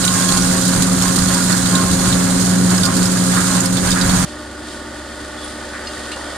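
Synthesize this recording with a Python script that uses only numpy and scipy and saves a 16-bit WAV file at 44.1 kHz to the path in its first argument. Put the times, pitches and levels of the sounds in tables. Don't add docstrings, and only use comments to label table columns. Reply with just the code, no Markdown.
import sys
import numpy as np
from scipy import signal
from scipy.fft import rfft, irfft
from scipy.io import wavfile

SR = 44100
rng = np.random.default_rng(int(sys.argv[2]) if len(sys.argv) > 2 else 0)


def put_to_file(sound):
    columns = np.atleast_2d(sound).T
    safe = np.clip(columns, -1, 1)
    whole_steps = np.round(safe * 32767)
    wavfile.write(sys.argv[1], SR, whole_steps.astype(np.int16))


N = 280917
TIME = np.arange(N) / SR
BINS = np.fft.rfftfreq(N, 1 / SR)
JUMP_S = 4.25


def amp(db):
    return 10 ** (np.asarray(db) / 20)

def unit_rms(x):
    return x / np.sqrt(np.mean(x ** 2) + 1e-20)

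def over_frequency(rows):
    hz, value = np.transpose(rows)
    return np.interp(np.log(BINS + 1), np.log(hz + 1), value)

def spectrum(rows):
    return amp(over_frequency(rows))

def over_time(rows):
    return amp(np.interp(TIME, *np.transpose(rows)))

def band(hz, width_hz):
    return 1 / (1 + (2 * (BINS - hz) / width_hz) ** 2)

def ringing(x, hz, width_hz):
    pole = np.exp((2j * np.pi * hz - np.pi * width_hz) / SR)
    return signal.lfilter([np.sqrt(2 * (1 - abs(pole) ** 2))], [1, -pole], x).real

def drift(hz):
    return unit_rms(irfft(rfft(rng.standard_normal(N)) / (1 + (BINS / hz) ** 4), N))

def burst(start_s, rise_s, decay_s):
    age = np.maximum(TIME - start_s, 0)
    return (1 - np.exp(-age / rise_s)) * np.exp(-np.minimum(age / decay_s, 20))

def swell(start_s, length_s):
    return np.sin(np.pi * np.clip((TIME - start_s) / length_s, 0, 1)) ** 2

def swells(rows):
    return np.sqrt(sum(amp(db) ** 2 * swell(start_s, length_s) for start_s, length_s, db in rows))

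def impacts(per_s, spread_db, decay_s, wash):
    sizes = amp(spread_db * np.minimum(rng.exponential(1, N), 4.5))
    hits = sizes * (rng.random(N) < per_s / SR)
    power = signal.lfilter([1], [1, -np.exp(-2 / (decay_s * SR))], hits ** 2)
    return unit_rms(np.sqrt(power / power.mean() + wash))

def shaft(hz, wander):
    return np.cumsum(hz * (1 + wander * drift(4.74))) / SR

def tones(turns, rows, flutter):
    out = np.zeros(N)
    for multiple, db in rows:
        level = amp(db) * (1 + flutter * drift(21.6))
        out += level * np.sin(2 * np.pi * (multiple * turns + rng.random()))
    return np.sqrt(2) * out

def strokes(turns, per_turn, depth):
    return unit_rms(1 + depth * np.exp(-4 * (per_turn * turns % 1)))


# (frequency [Hz], lead of the left [radians])
CAB_MICS = ([(30, .99), (75, 0.86), (130, 1), (195, 0.82), (270, 0.86), (430, 0.64), (540, 0.63),
            (800, -0.032), (1150, 0.68), (1600, 0.52), (2300, 0.075), (3200, 0.42), (4300, -0.29),
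            (7000, 0.037)], [(330, -1), (460, -4.5), (620, 6), (780, -6.5), (1100, -5), (1900, -7),
            (2600, 2), (4200, -9.5), (7000, -9.5), (8200, -6), (9000, 2), (10000, -3), (13000, -9.5)],
            [(190, -1.5), (270, 0.65), (400, 0.25), (470, 0.94), (700, 2.5), (1050, 0.77), (1900, 0)])
FIELD_MICS = ([(330, 0.98), (450, 0.59), (950, 0.79), (1500, 1), (2300, 0.65), (4600, 0.68), (6000, 0)],
              [(380, 0), (450, 6), (550, -0.5), (8000, -2), (8900, 11.5), (10000, -1), (12000, 1)],
              [(350, 0.34), (430, 0.77), (520, 0.27)])
def mic_gains(mics):
    _, balance_db, lead = mics
    apart = 1 - np.exp(-(BINS / 300) ** 2)
    left = amp(apart * over_frequency(balance_db) / 2) * np.exp(.5j * apart * over_frequency(lead))
    return np.array([left, 1 / left])

def placed(x, mics):
    return irfft(rfft(x) * mic_gains(mics), N)

def stereo_noise(envelope, colour, mics):
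    left, other = rfft(envelope * rng.standard_normal((2, N)))
    likeness = np.clip(over_frequency(mics[0]), -1, 1)
    right = likeness * left + np.sqrt(1 - likeness ** 2) * other
    gain = mic_gains(mics)
    shared_power = likeness * (gain[0] * gain[1].conj()).real
    centre_power = np.mean(colour ** 2 * (np.mean(abs(gain) ** 2, axis=0) + shared_power)) / 2
    return irfft(np.array([left, right]) * gain * colour / np.sqrt(centre_power), N)


# (time [s], relative level [dB])
DRONE_LEVELS = [(0, -20), (.35, -19.5), (.7, -17), (1.15, -19.5), (2.6, -15.5), (3.75, -19.5), (4.25, -19)]
def drone_swell():
    level = over_time(DRONE_LEVELS)
    return (level / level.mean()) ** 0.77

# (multiple of the shaft speed, relative level [dB])
CAB_ROTOR_TONES = [(2, -47), (3, -43), (4, -31.5), (8, -37.5), (12, -43.5), (48, -46), (55, -50)]
CAB_ENGINE_TONES = [(3.5, -33), (7, -47), (9, -27), (15.79, -47.5), (18, -36)]
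def machine_drone(crank, rotor):
    drone = over_time(DRONE_LEVELS) * tones(rotor, [(6, -0.3)], flutter=0.18)
    hum = tones(rotor, CAB_ROTOR_TONES, flutter=0.13) + tones(crank, CAB_ENGINE_TONES, flutter=0.4)
    return placed(drone + drone_swell() * hum, CAB_MICS)

# (frequency [Hz], relative level [dB])
EXHAUST_COLOUR = [(25, -25), (60, -24), (110, -4), (175, 4), (230, -2.5), (350, -2.5), (450, -10),
                  (700, -10.5), (1500, -71)]
def exhaust_roar(crank):
    puffs = drone_swell() * amp(drift(19)) * strokes(crank, per_turn=2, depth=0.89)
    return amp(-25.5) * stereo_noise(puffs, spectrum(EXHAUST_COLOUR), CAB_MICS)

# (time [s], relative level [dB])
CROP_FEED = [(0, -21.5), (.4, -21.5), (.7, -22.5), (.9, -23.5), (1.5, -22), (1.85, -23.5), (2.4, -23),
             (3.15, -24), (3.45, -22), (3.8, -25.5), (4.25, -24)]
# (start [s], length [s], dip [dB])
CROP_GAPS = [(0.808, 0.13, -1.5), (2.502, 0.22, -2.5), (2.857, 0.095, -4.5), (3.656, 0.08, -4)]
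# (start [s], length [s], relative drumming [dB], relative singing [dB])
CROP_WADS = [(0.007, 0.34, -35, -26.5), (0.273, 0.13, -30, -23.5), (0.412, 0.11, -30, -52),
             (1.01, .13, -30, -26.5), (1.272, 0.091, -29, -28), (1.688, 0.24, -36, -23.5),
             (1.95, 0.26, -30.5, -33), (2.69, 0.085, -30, -36), (2.822, 0.15, -30.5, -28),
             (3.468, 0.15, -34, -29.5), (3.82, 0.1, -25, -45), (3.982, 0.39, -28.5, -39)]
def crop_flow():
    gaps_db = sum(db * np.sqrt(swell(start_s, length_s)) for start_s, length_s, db in CROP_GAPS)
    wads = swells([(start_s, length_s, db) for start_s, length_s, db, _ in CROP_WADS])
    drumming = np.hypot(amp(-29.5 + drift(8.3)), wads) * amp(0.17 * gaps_db)
    shredding = np.hypot(over_time(CROP_FEED), amp(2) * wads) * amp(gaps_db)
    singing = amp(-42.5) + swells([(start_s, length_s, db) for start_s, length_s, _, db in CROP_WADS])
    return drumming, shredding, singing

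def panel_whine(singing, crank_hz):
    whine = tones(shaft(crank_hz, wander=.0022), [(36, 0)], flutter=.2)
    return placed(amp(-3.5) * singing * whine, CAB_MICS)

# (start [s], length [s], relative level [dB])
WIND_GUSTS = [(.28, .26, -31), (.75, 0.097, -24), (.86, .1, -31), (.98, 0.14, -25), (1.15, 0.17, -25.5),
              (1.81, 0.2, -26), (1.95, 0.27, -27), (3.78, 0.21, -26.5), (4.02, 0.18, -20.5),
              (4.14, 0.2, -24.5)]
# (frequency [Hz], relative level [dB])
WIND_COLOUR = [(10, -20), (24, -2.5), (45, -4), (75, 1), (120, -1), (200, -5.5), (600, -51)]
def wind():
    breeze = amp(-35.5 + 1.7 * drift(8.1))
    strength = np.hypot(breeze, swells(WIND_GUSTS))
    return amp(3) * stereo_noise(strength, spectrum(WIND_COLOUR), CAB_MICS)

# (frequency [Hz], width [Hz], relative level [dB])
HOOD_RINGS = [(553, 15, 3), (630, 27, -2), (803, 71, -1.5), (965, 33, 0), (1120, 10, 6), (1212, 33, 0.5),
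              (1370, 47, -0.5), (1475, 52, 0.5), (1600, 44, -13), (1647, 10.4, 6)]
# (frequency [Hz], relative level [dB])
DEBRIS_COLOUR = [(250, -17), (450, -9.5), (620, 1), (850, -2), (1000, 0.5), (1550, 0), (1900, -2),
                 (2400, -7.5), (3200, -7.5), (9000, -52)]
def debris_drumming(drumming, rotor):
    hits = drumming * impacts(per_s=770, spread_db=0.5, decay_s=0.0017, wash=0.84)
    hits *= strokes(rotor, per_turn=4, depth=0.39)
    hood = np.sqrt(sum((amp(db) * band(hz, width_hz)) ** 2 for hz, width_hz, db in HOOD_RINGS))
    return amp(2) * stereo_noise(hits, spectrum(DEBRIS_COLOUR) + amp(-2) * hood, CAB_MICS)

# (frequency [Hz], relative level [dB])
STALK_COLOUR = [(1350, -31), (2300, -15), (2760, -14.5), (3220, -10.5), (4250, -3), (5580, -7), (6920, 0),
                (8250, -1.5), (8940, 2.5), (11000, -12), (14700, -20.5), (15500, -22)]
def stalk_crackle(shredding):
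    clumps = shredding * amp(0.6 * drift(26))
    cracks = clumps * impacts(per_s=1000, spread_db=3.5, decay_s=0.0034, wash=2.0)
    return amp(-0.4) * stereo_noise(cracks, spectrum(STALK_COLOUR), CAB_MICS)

def chip_ticks(shredding, per_s=520, spread_db=3.0, pitches=60):
    ticks = np.zeros((2, N))
    for hz in np.geomspace(3200, 9200, pitches) * rng.uniform(0.98, 1.03, pitches):
        strength = amp(spread_db * np.minimum(rng.exponential(1, N), 2))
        hit_at = np.flatnonzero(rng.random(N) < per_s / pitches / SR)
        knocks = np.zeros((2, N))
        knocks[:, hit_at] = strength[hit_at] * rng.choice([-1, 1], (2, len(hit_at)))
        colour_db = np.interp(hz, *np.transpose(STALK_COLOUR))
        ticks += amp(colour_db / 2) * ringing(knocks, hz, width_hz=45)
    return amp(-7.5) * shredding * unit_rms(ticks) * amp([[-4], [4]])

# (start [s], length [s], pitch [Hz], level [dB])
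HOOD_NOTES = [(0, 0.14, 1450, -24.5), (0.155, .11, 1590, -27), (.2, .16, 1662, -29),
              (.28, .34, 1447, -30.5), (1.318, 0.093, 965, -26), (1.364, 0.082, 1415, -25),
              (1.7, .13, 1450, -27.5), (2.82, 0.073, 1435, -25), (2.83, 0.094, 1195, -24),
              (3.345, .09, 1600, -33), (3.362, 0.096, 1395, -29), (4.07, .08, 965, -31)]
def panel_notes():
    wavering_time = np.cumsum(1 + 0.0045 * drift(24)) / SR
    notes = np.zeros(N)
    for start_s, length_s, hz, db in HOOD_NOTES:
        note = np.sin(2 * np.pi * (hz * wavering_time + rng.random()))
        notes += amp(db) * swell(start_s, length_s) * note
    return placed(notes, CAB_MICS)

# (time [s], relative level [dB], main ring [Hz], second ring [Hz], fizz relative to the snap [dB])
STALK_SNAPS = [(0.0383, -11, 3900, 3080, -14), (0.05, -11, 8740, 7150, -7), (0.076, -11, 3740, 3100, -21),
               (0.137, -14, 6200, 6940, -7), (0.2214, -16, 4690, 3470, -16), (0.2872, -11, 4170, 3370, -10),
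               (0.3192, -13, 4150, 6600, -6), (0.3724, -18, 3280, 4300, 1), (0.6784, -18, 4230, 6800, -1),
               (0.821, -13.5, 4000, 7440, -1), (1.0125, -13, 3450, 4380, -7),
               (1.022, -9.5, 6900, 5370, -11), (1.1578, -11.5, 4260, 7000, -2),
               (1.186, -10.5, 5000, 4400, -10), (1.2795, -16, 4320, 3500, -10),
               (1.343, -14, 4900, 7850, -2), (1.524, -11.5, 4300, 7660, -10),
               (1.6576, -13, 3850, 4370, -17), (1.751, -7, 3890, 6900, -11.5),
               (1.9106, -14, 3860, 8200, -4), (1.93, -17, 5950, 4700, -25), (2.125, -11, 3700, 4150, -18),
               (2.778, -13, 6500, 5200, -16), (2.832, -8.5, 4800, 3650, -9), (2.852, -10, 4770, 4400, -9),
               (2.9667, -19, 4950, 7000, 0), (3.028, -13, 4600, 7150, -6), (3.0537, -12.5, 5140, 7550, -11),
               (3.603, -9, 7000, 7500, -18), (3.657, -11, 4970, 8860, -11), (3.7693, -13, 3600, 4100, -12),
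               (3.8711, -16, 4750, 4300, -7), (3.903, -10, 4910, 6800, -10),
               (3.9146, -8.5, 3700, 4750, -12), (4.0103, -10, 4600, 4000, -14),
               (4.0936, -11, 4330, 3820, -10)]
def stalk_snaps():
    splinters = impacts(per_s=500, spread_db=2.5, decay_s=.001, wash=1.6)
    shape = burst(0, rise_s=0.0009, decay_s=0.0105)[:SR // 10]
    noise = rng.standard_normal((2, 2, N))
    body, fizz = np.zeros((2, N)), np.zeros(N)
    for start_s, db, hz, second_hz, fizz_db in STALK_SNAPS:
        start = round(start_s * SR)
        span = slice(start, start + len(shape))
        envelope = amp(db) * shape * splinters[span]
        tear, strike = envelope * noise[:, :, span]
        crunch = ringing(ringing(tear, hz, width_hz=1700), hz, width_hz=1700)
        rings = ringing(strike, hz, width_hz=170) + amp(-2.5) * ringing(strike, second_hz, width_hz=170)
        body[:, span] += amp(-19.5) * crunch + amp(-8.5) * rings
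        fizz[span] += amp(fizz_db) * envelope
    return body * amp([[-4], [4]]) + stereo_noise(fizz, spectrum(STALK_COLOUR), CAB_MICS)

# (time [s], level [dB], pitch [Hz])
SOIL_CLODS = [(1.495, -22.5, 1550), (3.363, -19, 1380), (3.96, -21, 1500), (5.733, -30, 1700),
              (6.155, -32.5, 1080)]
def clod_thuds(from_s, until_s, mics):
    crumbs = impacts(per_s=1200, spread_db=3.0, decay_s=0.0022, wash=0.99)
    thuds = np.zeros((2, N))
    for start_s, db, hz in SOIL_CLODS:
        if from_s < start_s < until_s:
            blow = amp(db) * burst(start_s, rise_s=0.0013, decay_s=0.073)
            thuds += stereo_noise(blow * crumbs, band(hz, width_hz=900), mics)
    return thuds

def beside_cab(crank_hz=29.67, rotor_hz=30.28):
    crank, rotor = shaft(crank_hz, wander=0.0013), shaft(rotor_hz, wander=0.00087)
    drumming, shredding, singing = crop_flow()
    background = machine_drone(crank, rotor) + panel_whine(singing, crank_hz) + wind()
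    background += exhaust_roar(crank)
    mulching = debris_drumming(drumming, rotor) + stalk_crackle(shredding) + chip_ticks(shredding)
    return background + mulching + clod_thuds(0, JUMP_S, CAB_MICS) + panel_notes() + stalk_snaps()


# (multiple of the shaft speed, level [dB])
FIELD_ENGINE_TONES = [(7, -44), (9, -40.5), (11.57, -46), (18, -43.5), (27, -51.5), (28.1, -62),
                      (33.25, -52), (36.1, -52), (42.9, -48.5), (44.65, -53)]
FIELD_ROTOR_TONES = [(2, -41)]
def distant_whine(crank, rotor):
    whine = tones(crank, FIELD_ENGINE_TONES, flutter=0.35)
    return placed(whine + tones(rotor, FIELD_ROTOR_TONES, flutter=.08), FIELD_MICS)

# (frequency [Hz], relative level [dB])
FIELD_EXHAUST_COLOUR = [(15, -20), (28, -3), (70, -2), (125, -0.5), (158, -9), (195, -1), (310, 2),
                        (370, 4), (435, -30), (1200, -70)]
FIELD_CLATTER_COLOUR = [(150, -49), (440, -5), (470, 0), (550, 5), (650, 0), (760, -1.5), (910, 0),
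                        (1030, -8), (1130, -0.5), (1260, 2), (1340, -6.5), (1410, -1.5), (1445, 3.5),
                        (1500, 5), (1570, -5), (1680, -3.5), (1820, 3), (2250, -13), (9000, -70)]
def distant_diesel(crank, nearing_db):
    puffs = strokes(crank, per_turn=2, depth=1.0)
    roar = amp(-39.5) * stereo_noise(puffs, spectrum(FIELD_EXHAUST_COLOUR), FIELD_MICS)
    knocks = amp(-37 + nearing_db) * strokes(crank, per_turn=2, depth=0.26)
    knocks *= impacts(per_s=1000, spread_db=-7.0, decay_s=0.0025, wash=0.98)
    return roar + stereo_noise(knocks, spectrum(FIELD_CLATTER_COLOUR), FIELD_MICS)

# (start [s], length [s], relative level [dB])
TUFT_RUSTLES = [(4.2, 0.17, -42), (4.6, 0.23, -41.5), (5.33, 0.36, -47), (5.84, 0.36, -44)]
# (frequency [Hz], relative level [dB])
FIELD_STALK_COLOUR = [(1350, -36), (2300, -7), (2800, -6), (3120, -1.5), (3400, -1), (4110, -4), (4410, -1),
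                      (5160, -3), (5580, -8), (7760, -4), (8390, -9), (9080, -3), (9970, -14), (12500, -21),
                      (15000, -38)]
def distant_crackle(nearing_db):
    feed = amp(-43.5 + nearing_db + .5 * drift(6.2))
    shredding = np.hypot(feed, swells(TUFT_RUSTLES))
    cracks = shredding * impacts(per_s=3100, spread_db=3.0, decay_s=0.0024, wash=1.0)
    return amp(2) * stereo_noise(cracks, spectrum(FIELD_STALK_COLOUR), FIELD_MICS)

# (start [s], length [s], pitch [Hz], level [dB])
STALK_SQUEALS = [(5.33, 0.2, 3400, -39.5), (5.36, 0.27, 9047, -44.5), (5.43, 0.037, 9000, -36)]
def stalk_squeals():
    return sum(swell(start_s, length_s) * stereo_noise(amp(db), band(hz, width_hz=hz / 60), FIELD_MICS)
               for start_s, length_s, hz, db in STALK_SQUEALS)

# (time [s], ring level [dB], clack level [dB], treble tilt [dB per octave])
STONE_HITS = [(5.869, -26, -33, 2.5), (6.116, -22.5, -26, -15)]
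# (frequency [Hz], relative level [dB], time to fade by 60 dB [s])
FLAIL_RINGS = [(2820, -8, 0.21), (4355, -1, 0.086), (5007, 0.5, 0.088), (6430, -13, .13)]
# (frequency [Hz], relative level [dB])
CLACK_COLOUR = [(1200, -25), (2400, -5), (2900, -5), (3400, -7), (4300, 0), (5000, -16), (9000, -9),
                (14000, -55)]
def stone_clinks():
    rings, clacks = np.zeros((2, N)), np.zeros(N)
    for start_s, ring_db, clack_db, tilt_db in STONE_HITS:
        clacks += amp(clack_db) * burst(start_s, rise_s=.0005, decay_s=0.018)
        for hz, db, fade_s in FLAIL_RINGS:
            tone = np.sin(2 * np.pi * (hz * TIME + rng.random() + 0.22 * rng.random((2, 1))))
            octaves_up = np.log2(hz / FLAIL_RINGS[0][0])
            strength = amp(ring_db + db + tilt_db * octaves_up)
            rings += strength * burst(start_s, rise_s=.001, decay_s=fade_s / np.log(1000)) * tone
    return rings + stereo_noise(clacks, spectrum(CLACK_COLOUR), FIELD_MICS)

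def across_field(crank_hz=33.39, rotor_hz=34.6, nearing_db_per_s=2.5):
    crank, rotor = shaft(crank_hz, wander=0.001494), shaft(rotor_hz, wander=.001)
    nearing_db = nearing_db_per_s * (TIME - JUMP_S)
    machine = distant_whine(crank, rotor) + distant_diesel(crank, nearing_db)
    mulching = distant_crackle(nearing_db) + clod_thuds(JUMP_S, N / SR, FIELD_MICS)
    return machine + mulching + stone_clinks() + stalk_squeals()


def scene():
    far = np.clip((TIME - JUMP_S) / .006 + .5, 0, 1)
    return (1 - far) * beside_cab() + far * across_field()

def record(dry, ceiling=.88, cutoff_hz=15500):
    lowpass = signal.firwin(511, cutoff_hz, window=("kaiser", 9), fs=SR)
    return signal.oaconvolve(np.clip(dry, -ceiling, ceiling), lowpass[None], "same")


dry = scene()
out = record(dry)
put_to_file(out)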